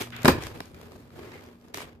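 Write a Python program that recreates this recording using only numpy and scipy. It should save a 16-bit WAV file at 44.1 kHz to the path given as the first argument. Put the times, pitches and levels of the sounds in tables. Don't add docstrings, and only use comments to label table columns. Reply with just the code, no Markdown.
import sys
import numpy as np
from scipy import signal
from scipy.io import wavfile
from scipy.ndimage import map_coordinates

SR = 44100
rng = np.random.default_rng(int(sys.argv[2]) if len(sys.argv) > 2 else 0)


def transcribe(signal):
    frames = np.atleast_2d(signal).T
    limited = np.clip(frames, -1, 1)
    pcm = np.round(limited * 32767).astype(np.int16)
    wavfile.write(sys.argv[1], SR, pcm)


N = 88200
TIME = np.arange(N) / SR


# start in seconds, thud in dB, contact time in seconds,
# clack in dB, relative crack level in dB, the crack's left minus right in dB.
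TOUCHDOWNS = [(0.2462, -11.5, 0.0018, -25.5, -33.5, 1), (0.2479, -23, .001, -20.5, -19.5, 14),
              (0.2548, -17.5, 0.00045, -8.5, -21, -4), (0.2789, -33.5, .001, -18, -12.5, 16.5),
              (0.2818, -9, 0.00049, -5.5, -24, -4), (0.2875, -24.5, 0.00067, -25, -54, 3),
              (0.2968, -21, .001, -44, -26.5, 0), (0.3008, -24, 0.0012, -38.5, -29.5, -1.5)]
# frequency in Hz, relative density in dB.
CRACK_SPECTRUM = [(300, 13.5), (1000, 6), (2500, 1), (5000, -9.5), (7000, -10), (10000, 3), (12500, -3.5),
                  (15000, -16.5)]

def landing():
    starts, thud_db, contacts, clack_db, crack_db, pan_db = np.transpose(TOUCHDOWNS)
    thuds = boot(starts, thud_db, contacts)
    clacks = frame(starts, clack_db, clatter_s=0.0071, clatter_db=-5)
    cracks = np.array([bursts(starts, crack_db + side * pan_db / 2, decay_s=0.0022) for side in (1, -1)])
    return thuds + clacks + cracks * coloured(0.65, CRACK_SPECTRUM)


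# frequency in Hz, gain in dB, seconds to fall 60 dB.
BOOT_MODES = [(83.3, -14.5, .3), (169, -5.5, 0.076), (229.3, -21.5, 0.104), (256.4, -2, 0.082),
              (310.8, -11, 0.12), (381.5, -1, 0.056), (428, -9.5, .07), (528.5, -7, .08), (603, -9.5, 0.08),
              (701, -14.5, 0.073)]

def boot(starts, levels_db, contacts):
    force = np.zeros(N)
    for start, db, length in zip(starts, levels_db, contacts):
        push = np.sin(np.pi * np.clip((TIME - start) / length, 0, 1))
        force += from_db(db) * push / push.sum()
    thud = -sum(ring(force, hz, t60) * from_db(db) for hz, db, t60 in BOOT_MODES)
    return butter(thud, 85, "high")


# frequency in Hz, gain in dB, seconds to fall 60 dB.
FRAME_MODES = [(740, 3.5, 0.0083), (902, -7.5, 0.047), (1014, 1, 0.018), (1200, -1.5, 0.012),
               (1467, -10, 0.03), (1703, -3.5, 0.017), (1960, -6, 0.013), (2392, -5, 0.021),
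               (2800, -10.5, .018), (3150, -11.5, 0.013), (3847, -7.5, .02), (4060, -7, 0.009),
               (4750, -9.5, 0.013), (5120, -14.5, 0.024), (5650, -15, .012)]
# frequency in Hz, relative density in dB.
CLATTER_SPECTRUM = [(100, -11), (300, 11), (700, 4.5), (1200, 4), (2400, -8), (5000, -13.5), (8000, -14.5),
                    (15000, -30)]

def frame(starts, levels_db, clatter_s, clatter_db, uneven_db=2.5):
    ringing = np.zeros((2, N))
    for k, (hz, db, t60) in enumerate(FRAME_MODES):
        for side in range(2):
            lag, uneven = rng.standard_normal((len(starts), 2)).T
            onsets = ((starts + .0004 * abs(lag)) * SR).astype(int)
            clicks = np.zeros(N)
            clicks[onsets] = from_db(levels_db + db + uneven_db * uneven)
            ringing[side] += (-1) ** k * ring(clicks, hz, t60)
    clatter = coloured(bursts(starts, levels_db, clatter_s), CLATTER_SPECTRUM)
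    return from_db(-3) * ringing + from_db(clatter_db) * clatter


# start in seconds, tick in dB, frame knock in dB.
LOOSE_PARTS = [(0.0176, -30.5, -46), (0.02, -29, -34.5), (0.072, -48, -41.5), (.104, -43, -47),
               (.164, -35.5, -68), (.219, -37.5, -58), (0.2316, -31, -57), (0.4229, -35, -53),
               (.436, -31, -52), (.468, -32, -33.5), (0.6039, -37, -29.5), (0.656, -44, -74),
               (0.7446, -52, -46.5), (0.8131, -42.5, -47), (.919, -49.5, -47), (1.1039, -69, -50),
               (1.191, -67, -47), (1.233, -56, -48.5), (1.261, -57, -62), (1.2812, -63, -54),
               (1.3185, -60, -41), (1.349, -64, -49), (1.409, -50, -53), (1.439, -50, -62),
               (1.462, -51.5, -60), (1.612, -58, -77), (1.683, -53, -57), (1.7433, -27.5, -30.5),
               (1.7726, -31, -33.5), (1.782, -47, -33.5), (1.8035, -44, -34.5), (1.8175, -43, -36.5)]
# frequency in Hz, relative density in dB.
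TICK_SPECTRUM = [(300, 3), (1000, 0), (3000, 4.5), (6000, 4.5), (9000, -4), (15000, -3)]

def ticks():
    starts, tick_db, knock_db = np.transpose(LOOSE_PARTS)
    clicks = coloured(bursts(starts, tick_db, decay_s=0.0015), TICK_SPECTRUM)
    return clicks + frame(starts, knock_db, clatter_s=0.0021, clatter_db=-1.5)


# time in seconds, rumble in dB, drone in dB, grit in dB.
ROLL_LEVELS = [(0, -39.5, -39, -34), (0.058, -61, -53.5, -52.5), (.11, -51, -56.5, -61),
               (.24, -50, -53.5, -42), (.30, -31, -32, -25.5), (.35, -39, -33.5, -49), (.41, -40, -46, -41),
               (.515, -49, -49.5, -50.5), (0.564, -41.5, -43, -46.5), (.61, -50.5, -60, -56),
               (.64, -56, -57, -55.5), (.73, -50, -54.5, -60.5), (0.821, -53.5, -51, -52.5),
               (.93, -53, -50.5, -59), (1.12, -52, -59.5, -62.5), (1.188, -50, -47.5, -50.5),
               (1.36, -54, -53.5, -52.5), (1.50, -60, -51, -56), (1.59, -60, -63.5, -67),
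               (1.639, -58, -57, -61.5), (1.73, -58, -56, -67), (1.83, -51.5, -48, -49),
               (1.90, -55.5, -52.5, -54.5), (1.96, -55.5, -62.5, -65.5), (2, -57.5, -56.5, -77.5)]
# frequency in Hz, relative density in dB.
RUMBLE_SPECTRUM = [(30, -25.5), (55, -7.5), (82, 5), (130, -2), (200, -8.5), (400, -24.5), (1500, -60)]
DRONE_SPECTRUM = [(60, -29), (170, -19), (260, -1), (380, 2), (520, -5.5), (800, -14.5), (1500, -24),
                  (5000, -51)]
GRIT_SPECTRUM = [(200, -9), (550, 0.5), (950, 3), (1500, -1), (2300, -3.5), (3200, -8.5), (4800, -14.5),
                 (7000, -20.5), (10000, -26), (14000, -19.5)]

def rolling():
    times, *levels = np.transpose(ROLL_LEVELS)
    rumble, drone, grit = [from_db(np.interp(TIME, times, db)) for db in levels]
    body = coloured(rumble, RUMBLE_SPECTRUM) + coloured(drone, DRONE_SPECTRUM)
    return body + coloured(grit * grainy(per_s=500, grain_db=2.5, spread_db=2.5), GRIT_SPECTRUM)


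# start, attack, hold and release in seconds, level in dB.
DRAGS = [(0, 0.0056, 0.0078, 0.025, -33), (0.4, 0.022, 0.053, 0.014, -44.5),
         (1.7375, 0.0024, 0.084, .02, -42.5)]
# frequency in Hz, relative density in dB.
DRAG_SPECTRUM = [(150, -0.5), (400, 7.5), (900, -18), (1400, -1.5), (2600, 5.5), (4000, -7.5), (7000, -9),
                 (10000, -9), (14000, -14.5)]
SKIM_SPECTRUM = [(300, -9.5), (1000, -2), (1750, 10), (2500, 3), (3300, -0.5), (4500, -18.5), (7000, -30),
                 (14000, -27.5)]

def scuffs():
    drag = sum(from_db(db) * stroke(*shape) for *shape, db in DRAGS)
    skim = from_db(-41.5) * stroke(start=.119, attack=0.0038, hold=0.044, release=.08)
    return coloured(drag * grainy(), DRAG_SPECTRUM) + coloured(skim * grainy(), SKIM_SPECTRUM)


# start in seconds, level in dB.
SLAB_JOINTS = [(.494, -40), (0.559, -46), (0.573, -48), (0.605, -40.5), (.612, -54), (.921, -45),
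               (1.19, -45.5), (1.231, -45), (1.28, -52), (1.833, -45)]

def bumps(contact_s=0.0016):
    starts, levels_db = np.transpose(SLAB_JOINTS)
    return boot(starts, levels_db, np.full(len(starts), contact_s))


# start, attack, hold and release in seconds,
# centre in Hz, width in Hz, level in dB.
WHEEL_BITES = [(1.122, 0.019, 0.26, 0.031, 380, 83.33, -52), (1.224, 0.12, 0.049, 0.011, 2080, 255, -54)]

def carving():
    out = 0
    for *shape, hz, width, db in WHEEL_BITES:
        mid, side = resonance(rng.standard_normal((2, N)) * grainy(), hz, width)
        out += from_db(db) * stroke(*shape) * stereo(mid, side, hz)
    return out


# time in seconds, level in dB.
SAND_LEVELS = [(0, -41), (.1, -69), (.4, -65), (.62, -57.5), (.72, -67), (.83, -63.5), (1.0, -64.5),
               (1.1, -72), (1.17, -62.5), (1.45, -66.5), (1.59, -74), (1.66, -69), (1.73, -86), (1.87, -85),
               (2, -88)]
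# frequency in Hz, relative density in dB.
SAND_SPECTRUM = [(1000, -26.5), (2500, -3.5), (4500, 4), (7000, -6), (10000, 1), (14000, -5)]

def sand():
    level = from_db(np.interp(TIME, *np.transpose(SAND_LEVELS)))
    return coloured(level * grainy(), SAND_SPECTRUM)


def flutter(below_hz=71, depth_db=2):
    waver = butter(rng.standard_normal(2 * N), below_hz, "low")[N:]
    return from_db(depth_db * waver / waver.std())


def move_left(x, start_s=0.3, length_s=0.48, lag_s=.00014, treble_db=2.5):
    away = np.clip((TIME - start_s) / length_s, 0, 1)
    treble_gain = from_db(treble_db * away * [[1], [-1]])
    left, right = x + butter(x, 10000, "high", order=1) * (treble_gain - 1)
    late_right = map_coordinates(right, [(TIME - lag_s * away) * SR], order=5)
    return np.array([left, late_right])


# frequency in Hz, relative density in dB.
ECHO_SPECTRUM = [(60, -4), (200, -12), (400, -8), (1000, -5.5), (2500, 0), (6000, 5.5), (14000, 2.5)]
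# frequency in Hz, seconds to fall 60 dB.
ECHO_DECAY = [(60, .45), (250, 0.24), (600, 0.3), (2400, 0.31), (6000, 0.19), (14000, 0.17)]

def patio(blows, echo_db=-7):
    arrival = stroke(start=0.0064, attack=0.0035, hold=2, release=1)
    response = coloured(arrival, ECHO_SPECTRUM, ECHO_DECAY)
    response /= np.sqrt(np.sum(response ** 2) / 2)
    return from_db(echo_db) * signal.fftconvolve(blows.mean(axis=0)[None], response, axes=1)[:, :N]


def hum_swell(hz=120.2):
    envelope = stroke(start=0.038, attack=.01, hold=.23, release=0.18)
    return envelope * (tone(hz, db=-46.5) + tone(2 * hz, db=-52))


# frequency in Hz, relative density in dB.
AIR_SPECTRUM = [(30, 2.5), (80, -6.5), (160, 1), (300, -5.5), (500, -10.5), (1000, -22.5), (3000, -29),
                (8000, -39.5), (15000, -46)]
# frequency in Hz, level in dB.
MACHINE_TONES = [(80.7, -67), (118.4, -72.5), (177.6, -64.5), (236.9, -58)]

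def yard(air_db=-67.3):
    return coloured(from_db(air_db), AIR_SPECTRUM) + sum(tone(hz, db) for hz, db in MACHINE_TONES)


# frequency in Hz, correlation from -1 to 1.
MIC_CORRELATION = [(30, 0.48), (120, .93), (300, 0.85), (600, 0.42), (1100, 0.11), (2200, 0.18),
                   (4000, -0.11), (14000, 0.34)]

def stereo(mid, side, hz):
    alike = at_hz(MIC_CORRELATION, hz)
    return np.sqrt((1 + alike) / 2) * mid + np.sqrt((1 - alike) / 2) * side * [[1], [-1]]


def coloured(envelope, spectrum, t60s=None):
    edges = 28 * 2 ** np.arange(0, 9.6, .5)
    white = rng.standard_normal((2, 2, N)) * envelope + 1e-18
    out, power = 0, 0
    for k, (low, high) in enumerate(zip(edges, edges[1:])):
        mid, side = butter(white[k % 2], [low, high], "band")
        hz = np.sqrt(low * high)
        gain = from_db(at_hz(spectrum, hz))
        power += gain ** 2 * (high - low) / (SR / 2)
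        if t60s:
            gain = gain * np.exp(-np.log(1000) * TIME / at_hz(t60s, hz))
        out += gain * stereo(mid, side, hz)
    return out / np.sqrt(power)


def grainy(per_s=1500, grain_db=4, spread_db=0.5):
    sizes = from_db(grain_db + spread_db * np.minimum(rng.exponential(1, N), 3))
    struck = rng.random(N) < per_s / SR
    power = 1 + signal.lfilter([1], [1, -.9], sizes ** 2 * struck)
    return np.sqrt(power / power.mean())


def stroke(start, attack, hold, release):
    t = TIME - start
    return np.clip(t / attack, 0, 1) * np.exp(-np.clip((t - attack - hold) / release, 0, 40))


def bursts(starts, levels_db, decay_s):
    return sum(from_db(db) * stroke(s, .0003, 0.00021, decay_s) for s, db in zip(starts, levels_db))


def ring(force, hz, t60):
    r, w = np.exp(-np.log(1000) / (t60 * SR)), 2 * np.pi * hz / SR
    return signal.lfilter([0, np.sin(w)], [1, -2 * r * np.cos(w), r * r], force + 1e-18)


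def resonance(x, hz, width):
    r, w = np.exp(-np.pi * width / SR), 2 * np.pi * hz / SR
    return np.sqrt((1 - r * r) / 2) * signal.lfilter([1, 0, -1], [1, -2 * r * np.cos(w), r * r], x)


def tone(hz, db):
    return np.sqrt(2) * from_db(db) * np.sin(2 * np.pi * (hz * TIME + rng.random()))


def butter(x, hz, kind, order=2):
    return signal.sosfilt(signal.butter(order, hz, kind, fs=SR, output="sos"), x)


def at_hz(points, hz):
    frequencies, values = np.transpose(points)
    return np.interp(np.log(hz), np.log(frequencies), values)


def from_db(db):
    return 10 ** (np.asarray(db) / 20)


def scene():
    blows = landing() + ticks() + bumps()
    wheels = (rolling() + carving() + sand()) * flutter()
    return move_left(blows + wheels + scuffs() + hum_swell()) + patio(blows) + yard()


def record(dry):
    thinned = butter(dry, 35, "high")
    rounded = thinned / (1 + (thinned / .72) ** 4) ** .25
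    return signal.sosfilt(signal.ellip(8, .3, 80, 14450, fs=SR, output="sos"), rounded)


dry = scene()
out = record(dry)
transcribe(out)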